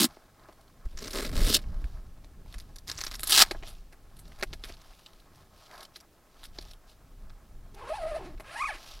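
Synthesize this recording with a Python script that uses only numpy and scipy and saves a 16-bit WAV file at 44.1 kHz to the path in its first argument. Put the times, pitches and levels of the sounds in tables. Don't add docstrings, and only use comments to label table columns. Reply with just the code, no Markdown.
import sys
import numpy as np
from scipy import signal
from scipy.fft import rfft, irfft
from scipy.io import wavfile
from scipy.ndimage import uniform_filter1d

SR = 44100
rng = np.random.default_rng(int(sys.argv[2]) if len(sys.argv) > 2 else 0)


def log_audio(samples):
    frames = np.atleast_2d(samples).T
    limited = np.clip(frames, -1, 1)
    pcm = np.round(limited * 32767).astype(np.int16)
    wavfile.write(sys.argv[1], SR, pcm)


N = 396900

# (time [s], buffet level [dB], flutter level [dB])
WIND = [(0.1, -62, -54), (0.15, -63.5, -67), (0.82, -60, -61), (0.87, -45, -54), (1.06, -49, -57),
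        (1.41, -28, -39), (1.61, -37, -44.5), (1.83, -34.5, -49), (2.15, -46, -58), (3.67, -43, -56),
        (4.02, -53.5, -61), (4.24, -49, -55), (4.39, -52, -59.5), (4.54, -44, -55), (5.01, -57, -65.5),
        (6.25, -67, -68), (6.57, -41, -64), (6.82, -56.5, -70.5), (7.24, -47, -57), (8.38, -45, -58.5),
        (8.53, -57.5, -65.5), (9.0, -47, -67)]
# (time [s], change of the buffet [dB], span to either side [s])
GUSTS = [(0.048, -5, 0.039), (0.865, 16, 0.015), (0.965, 10.5, 0.032), (1.427, 4, 0.21), (1.7, 10.5, 0.09),
         (1.849, 14.5, 0.025), (2.45, 7, 0.024), (2.57, 10, 0.023), (5.165, 5, 0.036), (6.58, -4, 0.04),
         (7.562, 4, 0.065), (8.054, 4, .05), (8.336, 6, 0.091)]
# (frequency [Hz], relative level [dB])
HISS_SPECTRUM = [(88, -5), (150, -4), (343, -2), (709, -8.5), (864, -11), (1030, -17), (2450, -17),
                 (4970, -20), (15000, -22.5), (16500, -27)]
HISS_DB = -65
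SIDE_LOW_DB, SIDE_HISS_DB = -27.5, -75

# (dull rub level [dB], bright scrape level [dB], airy swish level [dB])
CLOTH_DB = (-69, -77, -89)
# (time of the swell's top [s], rise [s], fall [s], rub level [dB], scrape level [dB])
STROKES = [(.1, 0.04, 0.17, -63.5, -65), (.45, .1, 0.14, -64, -73), (.92, 0.06, 0.046, -70, -66.5),
           (1.85, 0.31, 0.22, -65, -66.5), (2.5, 0.05, 0.22, -73, -64.5), (3.47, 0.018, 0.14, -58.5, -54),
           (3.66, 0.033, 0.14, -63, -55.5), (4.35, 0.25, 0.59, -71.5, -67.5),
           (4.69, 0.072, 0.052, -70, -53.5), (4.92, 0.2, 0.33, -78.5, -64), (5.4, 0.098, 0.067, -69, -69),
           (5.6, 0.088, 0.15, -73, -62.5), (5.74, 0.055, .1, -51, -61), (5.83, 0.06, 0.034, -62, -58),
           (5.96, 0.023, .04, -73, -58), (6.71, 0.068, 0.034, -84, -64.5), (6.46, 0.14, 0.043, -72, -62),
           (6.56, 0.032, .15, -69, -60.5), (6.9, 0.025, 0.048, -74, -63), (8.44, 0.043, 0.042, -60, -78),
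           (8.889, 0.17, 0.14, -60, -49.5)]
SWISH_DB, SWISH_SLOPE, SWISH_AT_DB = -68.5, 0.79, -60
CREASE_DB = -3.5

# (time [s], base level [dB],
# tick, knock, clack and sizzle against the base [dB], base ring-out [s])
TAPS = [(.169, -44, -27, 0, -16, -30, 0.008), (0.436, -50, -10, -12, -17, -29, .025),
        (.486, -43, -19, -4, -18, -33, .044), (.525, -46, -14, -22, -19, -21, .022),
        (0.855, -37, -19, -11, -18, -23, 0.01), (1.637, -42, -23, -18, -12, -30, .022),
        (1.842, -41, -22, -32, -1.5, -18, 0.008), (2.239, -46, -7, -7, -12, -16, 0.037),
        (2.459, -42.5, -27, -9.5, -19, -22, 0.013), (3.509, -27, -0.5, -2.5, -2.5, -11.5, 0.023),
        (3.548, -41.5, -27, 1.5, -19, -36, 0.027), (3.625, -34, -20, -12.5, -8.5, -40, .039),
        (3.674, -30.5, -13.5, -19, -18, -17.5, 0.082), (3.925, -47.5, -9, -9, -5.5, -12, 0.041),
        (4.188, -37.5, -17, -27, -20, -14, .039), (4.254, -45, -11, -10, -13, -25, 0.016),
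        (4.317, -42.5, -29, -12, -7.5, -23, 0.016), (4.388, -40, -12, -10, -8, -13, 0.038),
        (4.408, -30.5, -11, -22, -10, -26, 0.021), (4.426, -22, -8.5, -8, -2, -15, 0.018),
        (4.53, -28.5, -6, -13.5, -7.5, -21, 0.03), (4.636, -31, -5, -13, -8.5, -15.5, 0.058),
        (4.694, -37.5, -25, -6, -10, -20, 0.052), (5.713, -31.5, -16, -21.5, -12.5, -25, 0.0053),
        (5.959, -30, -12, -25, -16, -21.5, .02), (6.433, -35.5, -6, -33, -9, -8.5, 0.024),
        (6.448, -36, -10, -25, -14, -14, 0.016), (6.586, -26, -8, -9.5, -13.5, -33, 0.0067),
        (7.295, -43.5, -12.5, -39, -9, -32, 0.028), (8.376, -54, -4, -9.5, -3, -19, 0.017),
        (8.398, -37.5, -16, -3.5, -5, -13, 0.04)]
# (centre [Hz], width [Hz])
TAP_BANDS = [(550, 1080), (1500, 1880), (10000, 4100)]
TAP_TICK_HZ = 3610
# (time [s], base level [dB], pitch [Hz],
# low part against the base [dB], sizzle against the base [dB])
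SNAPS = [(0.972, -35, 5660, -9, -17), (0.987, -33.5, 5270, -12, -23), (1.004, -42, 5160, -12, -18),
         (1.024, -35, 4970, -11, -21), (1.041, -33.5, 4720, -11, -26), (1.072, -33, 4160, -10, -13),
         (1.107, -32.5, 4200, -13, -10), (1.131, -29.5, 4780, -13, -12), (1.161, -31, 4060, -9, -15),
         (1.218, -47, 4540, -3, -13), (1.248, -36, 4200, -4, -18), (1.293, -38.5, 4440, -3.5, -10.5),
         (1.338, -45, 4930, -5, -6), (1.356, -36, 4700, -2, -4), (1.405, -32, 5570, -4, -6),
         (1.444, -30.5, 3360, -6, -5.5), (2.541, -40, 3380, -2, -10.5), (2.583, -42, 5500, -11, -7),
         (2.6, -38, 4390, -15, -9.5), (2.759, -41.5, 4400, -15, -4.5), (2.784, -40, 4920, -20, -11),
         (2.874, -32.5, 5030, -14.5, -11), (2.885, -32, 4970, -9, -16), (2.895, -25.5, 3950, -11, -15),
         (2.915, -24, 4830, -14, -21), (2.948, -42, 5180, -16, -22), (2.973, -30, 5050, -19, -22),
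         (2.985, -30.5, 5040, -7, -12), (3.007, -22, 4800, -13, -18), (3.038, -22.5, 4850, -11.5, -17),
         (3.066, -24, 4330, -11, -21), (3.078, -36, 4400, -9, -14), (3.113, -28.5, 4200, -11, -17),
         (3.14, -32, 3970, -10, -12), (3.153, -30, 5000, -20, -17), (3.193, -33.5, 3900, -5.5, -6),
         (3.205, -40, 3600, -13, 3), (3.226, -52, 5550, -24, -8), (3.232, -26.5, 3360, -3.5, 0),
         (3.262, -41, 4240, -18, -6), (3.272, -27.5, 4100, -13, 0), (3.284, -39, 4850, -11, -10),
         (3.294, -24, 4870, -11, 0), (3.304, -29, 3750, -9, 4), (3.317, -13.5, 3677, -17, -6.5)]
SNAP_TICK_DB, SNAP_KNOCK_DB, SNAP_RING_S = -4, -8, .018
# (time [s], base level [dB], pitch [Hz], sizzle against the base [dB])
TICKS = [(0.4004, -57, 3870, -16), (0.6092, -52, 4300, -10), (0.6794, -52, 3210, -18),
         (1.5898, -36, 3590, -16), (2.5252, -42, 3450, -16), (4.1649, -46.5, 3610, -9),
         (4.278, -47, 3760, -14), (4.7373, -41.5, 3970, -22), (4.7504, -55, 3080, -16),
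         (4.815, -43, 4930, -20), (5.0606, -37.5, 3100, -20), (5.133, -45.5, 3640, -21),
         (5.1963, -46.5, 3500, -19), (5.356, -47, 5210, -16), (5.7384, -46, 4070, -18),
         (5.7545, -43, 4030, -16), (5.7774, -38.5, 3570, -15), (5.8048, -34.5, 3730, -16),
         (5.8276, -37, 3700, -13), (5.8505, -37, 3720, -16), (6.0028, -41, 5290, -14),
         (6.61, -39, 4300, -17), (6.6236, -40, 3700, -18), (6.649, -41, 4800, -21),
         (6.6842, -44, 3550, -18), (6.7107, -38.5, 4350, -16), (6.7338, -38.5, 3190, -18.5),
         (6.8957, -49.5, 3640, -13.5), (7.7448, -46, 4480, -9)]
# tick, knock and clack against the base [dB]; base ring-out [s]
TICK_BANDS_DB, TICK_RING_S = (-8, -21.5, -17.5), 0.018
BOUNCE_S, BOUNCE_DB = .006, 0

# (time [s], tearing level [dB], base shaking level of strap and cover [dB])
RIPS = [
    [(0, -25, -24.5), (.052, -30, -29.5), (.064, -47.5, -38), (.1, -80.5, -68)],
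    [(.95, -76, -70), (.974, -57, -58), (1.086, -46, -45), (1.096, -58, -59), (1.162, -40, -39.5),
     (1.264, -46, -45.5), (1.308, -58.5, -58), (1.364, -43.5, -44), (1.424, -41, -41.5), (1.568, -24, -38),
     (1.582, -54.5, -46.5), (1.62, -61.5, -63)],
    [(2.86, -75, -92), (2.874, -55.5, -71), (3.06, -51, -69.5), (3.098, -60, -78), (3.122, -49, -68),
     (3.17, -62, -79), (3.24, -53, -73), (3.272, -43.5, -64), (3.324, -25.5, -51), (3.424, -16, -38),
     (3.444, -47.5, -61), (3.47, -56, -70)],
]
# (frequency [Hz], relative level [dB])
TEAR_SPECTRUM = [(1060, -69), (1800, -45), (2620, -0.5), (3660, 4.5), (5180, 3), (5610, -0.5), (7000, -8.5),
                 (9100, -12), (15400, -120)]
# (centre [Hz], width [Hz])
STRAP_BANDS = [(240, 100), (480, 195), (1250, 1960), (9500, 9700)]
# (boom, drum and body against shaking [dB], sizzle against tearing [dB])
STRAP_COLOUR = [(-1.5, -16, -10.5, -2.5), (-2.5, 0.5, -2.5, -7), (-5, -3, 14, -8.5)]

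# (time [s], base rate of teeth [Hz], base tone level [dB], base rattle level [dB])
ZIPS = [
    [(7.76, 403.6, -60, -69), (7.802, 406.6, -47, -57), (7.816, 498.7, -41, -58),
     (7.866, 469.7, -39, -56.5), (7.918, 704, -37, -55.5), (7.96, 957, -36.5, -56),
     (8.008, 678, -42.5, -58), (8.04, 639, -36.5, -59), (8.09, 699, -41.5, -58.5), (8.144, 574, -36, -59.5),
     (8.162, 685, -38.5, -56.5), (8.204, 419, -42.5, -63), (8.256, 334, -51.5, -57), (8.33, 293, -59, -68)],
    [(8.46, 500.3, -61, -60), (8.508, 545, -48.5, -54.5), (8.528, 714, -55, -56.5), (8.57, 893, -42.5, -54),
     (8.59, 913, -42, -51), (8.61, 1140, -33.5, -50), (8.65, 1163, -36.5, -55.5),
     (8.688, 995, -39.5, -50.5), (8.712, 693, -39.5, -52), (8.754, 359, -55, -52.5),
     (8.77, 339, -79, -58.5)],
]
# (centre [Hz], width [Hz])
SLIDER = [(3880, 1600), (1360, 3560), (9300, 2200)]
# (frequency [Hz], level [dB])
ZIP_BODY = [
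    [(300, 6.5), (480, -8), (650, 2.5), (950, -2), (1300, -10), (1900, -12.5), (2800, -14)],
    [(330, 8), (520, -4), (750, 1.5), (1100, 0), (1500, 4.5), (2200, 3), (3400, -15)],
]
PARTIAL_FALL_DB, RASP_DB = -2.5, 4
WHISTLE_DB, WHISTLE_DB_PER_OCTAVE = -6, 6
SLOW_JITTER, SLOW_HZ = .09, 450

ROOF_DB, ROOF_T60_S = -10, 0.033
TOP_HZ = 16050
SILENT_DB = -120


def undb(db):
    return 10 ** (np.asarray(db) / 20)


def unit(x):
    return x / np.sqrt(np.mean(x ** 2))


def band(x, hz, width):
    top = hz + width / 2
    edges = np.clip([hz ** 2 / top, top], 5, .49 * SR)
    return unit(signal.sosfilt(signal.butter(2, edges, "band", fs=SR, output="sos"), x))


def colour(x, points):
    hz, db = np.transpose(points)
    f = np.maximum(np.fft.rfftfreq(N, 1 / SR), 1)
    gain = undb(np.interp(np.log(f), np.log(hz), db))
    return unit(irfft(rfft(x) * gain, N))


def play(tables):
    t = np.arange(N) / SR
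    s, *columns = np.transpose(sorted(row for rows in tables for row in rows))
    inside = sum((t > rows[0][0] - .02) & (t < rows[-1][0] + .02) for rows in tables) > 0
    return np.where(inside, [np.interp(t, s, c) for c in columns], SILENT_DB)


def walk(rate):
    hold = int(SR / rate)
    held = np.repeat(rng.standard_normal(N // hold + 1), hold)
    return unit(uniform_filter1d(uniform_filter1d(held, hold), hold)[:N])


def crackle(rate_hz, spread_db, tail_s):
    when, size, noise = rng.random(N), rng.exponential(size=N), rng.standard_normal(N)
    slips = (when < rate_hz / SR) * undb(spread_db * np.minimum(size, 4))
    return noise * signal.lfilter([1], [1, -np.exp(-1 / (tail_s * SR))], slips)


def hiss(points):
    return colour(rng.standard_normal(N), points)


def wind():
    t = np.arange(N) / SR
    buffet_db, flutter_db = play([WIND])
    gust_db = sum(db * np.exp(-2 * ((t - s) / span) ** 2) for s, db, span in GUSTS)
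    buffet = band(rng.standard_normal(N), 22.5, 31.2) * undb(gust_db + 1.33 * walk(8))
    flutter = band(rng.standard_normal(N), 52.7, 193) * undb(0.36 * gust_db + 2.9 * walk(14))
    return undb(buffet_db) * buffet + undb(flutter_db) * flutter


def rustle():
    t = np.arange(N) / SR
    rub, scrape, swish = undb(CLOTH_DB)
    for s, rise, fall, rub_db, scrape_db in STROKES:
        swell = np.exp(-2 * ((t - s) / np.where(t < s, rise, fall)) ** 2)
        swish_db = SWISH_DB + SWISH_SLOPE * (scrape_db - SWISH_AT_DB)
        rub = rub + undb(rub_db) * swell
        scrape = scrape + undb(scrape_db) * swell
        swish = swish + undb(swish_db) * swell
    cloth = unit(crackle(rate_hz=1800, spread_db=3.5, tail_s=0.0015)) + 0.74 * rng.standard_normal(N)
    creases = cloth + undb(CREASE_DB) * unit(crackle(rate_hz=120, spread_db=3, tail_s=0.0014))
    dull = rub * undb(2.6 * walk(45)) * band(cloth, 900, 1300)
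    bright = scrape * undb(0.65 * walk(42)) * band(creases, 3740, 4200)
    return dull + bright + swish * band(cloth, 7500, 9500)


def taps():
    grit = crackle(rate_hz=1800, spread_db=0.0, tail_s=0.0005)
    rings = [band(grit, hz, width) for hz, width in TAP_BANDS]
    t = np.arange(int(.15 * SR)) / SR
    out = np.zeros(N + len(t))
    snaps = [(s, db, SNAP_TICK_DB, low + SNAP_KNOCK_DB, low, sizzle, SNAP_RING_S, hz)
             for s, db, hz, low, sizzle in SNAPS]
    ticks = [(s, db, *TICK_BANDS_DB, sizzle, TICK_RING_S, hz) for s, db, hz, sizzle in TICKS]
    rows = snaps + ticks + [(*row, TAP_TICK_HZ) for row in TAPS]
    for (s, db, *bands_db, t60, hz), (late, weak) in zip(rows, rng.random((len(rows), 2))):
        i, t60 = int(s * SR), np.clip(t60, .004, .1)
        after = np.maximum(t - (.3 + .7 * late) * BOUNCE_S, 0)
        pieces = [band(grit[i:i + len(t)], hz, 0.55 * hz)] + [ring[i:i + len(t)] for ring in rings]
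        for piece, rel_db, longer in zip(pieces, bands_db, (0.9, 1.8, 1.38, 2.24)):
            def contact(u):
                return (1 - np.exp(-u / 0.00019)) * 1000 ** (-u / (t60 * longer))
            burst = (contact(t) + weak * undb(BOUNCE_DB) * contact(after)) * piece
            out[i:i + len(t)] += undb(db + rel_db + 7.0) * burst / np.abs(burst).max()
    return out[:N]


def straps():
    tables = []
    for rows, (boom, drum, body, sizzle) in zip(RIPS, STRAP_COLOUR):
        tables.append([(s, tear, shake + boom, shake + drum, shake + body, tear + sizzle)
                       for s, tear, shake in rows])
    tear_db, *bands_db = play(tables)
    rate_hz = 3500 * undb(0.29 * (tear_db + 13.0))
    hooks = crackle(rate_hz, spread_db=1.66, tail_s=0.00026)
    hooks = hooks * undb(1.3 * walk(130)) / np.sqrt(rate_hz)
    shake = sum(undb(db) * band(hooks, hz, width) for db, (hz, width) in zip(bands_db, STRAP_BANDS))
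    return undb(tear_db) * colour(hooks, TEAR_SPECTRUM) + shake


def zipper():
    hz, tone_db, rattle_db = play(ZIPS)
    second = np.arange(N) / SR > ZIPS[0][-1][0] + .05
    jerk = int(0.016 * SR)
    steps = uniform_filter1d(np.repeat(rng.standard_normal(N // jerk + 1), jerk)[:N], jerk // 4)
    ragged = SLOW_JITTER * np.clip(2 - hz / SLOW_HZ * 1.5, 0, 1)
    turns = np.cumsum(np.maximum(hz, 0) * (1 + .05 * steps + (.03 + ragged) * walk(500))) / SR
    falter = 1 - .85 * np.exp(-(np.arange(N) % jerk) / (.22 * jerk))

    def body(f):
        first_db, second_db = (np.interp(f, *np.transpose(points)) for points in ZIP_BODY)
        return np.where(second, second_db, first_db)

    partials_db = [tone_db + body((k + 1) * hz) + PARTIAL_FALL_DB * k for k in range(3)]
    partials_db += [rattle_db - 5.0 - 2.0 * k for k in range(4)]
    tone = np.zeros(N)
    for k, db in enumerate(partials_db):
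        tone += np.sqrt(2) * undb(db + 2.64 * walk(140)) * np.sin(2 * np.pi * (k + 1) * turns)
    teeth = np.exp(-(turns % 1) / 1.3) * rng.standard_normal(N)
    moving = hz > 0
    rattle, rasp, whistle = (band(teeth * moving, f, w) * np.sqrt(np.mean(moving)) for f, w in SLIDER)
    whistle_db = WHISTLE_DB + WHISTLE_DB_PER_OCTAVE * np.log2(np.maximum(hz, 100) / 700)
    slider = undb(-12) * rattle + undb(RASP_DB) * rasp + undb(whistle_db) * whistle
    return uniform_filter1d(falter, size=40) * tone + undb(rattle_db + 2.2 * walk(60)) * slider


def roof(x):
    t = np.arange(int(.2 * SR)) / SR
    tail = rng.standard_normal(len(t)) * (t > .002) * 1000 ** (-t / ROOF_T60_S)
    return x + undb(ROOF_DB) * signal.fftconvolve(x, tail / np.sqrt(np.sum(tail ** 2)))[:N]


def scene():
    handling = roof(rustle() + taps() + straps() + zipper())
    mid = wind() + undb(HISS_DB) * hiss(HISS_SPECTRUM) + handling
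    low_noise = wind()
    side_hiss = hiss([(100, 15), (1000, -8.5), (15000, -3.5)])
    side = undb(SIDE_LOW_DB) * low_noise + undb(SIDE_HISS_DB) * side_hiss
    return np.array([mid + side, mid - side])


def record(dry):
    rounded = .9 * np.tanh(dry / .9)
    return signal.sosfilt(signal.ellip(14, .2, 100, TOP_HZ, fs=SR, output="sos"), rounded)


dry = scene()
out = record(dry)
log_audio(out)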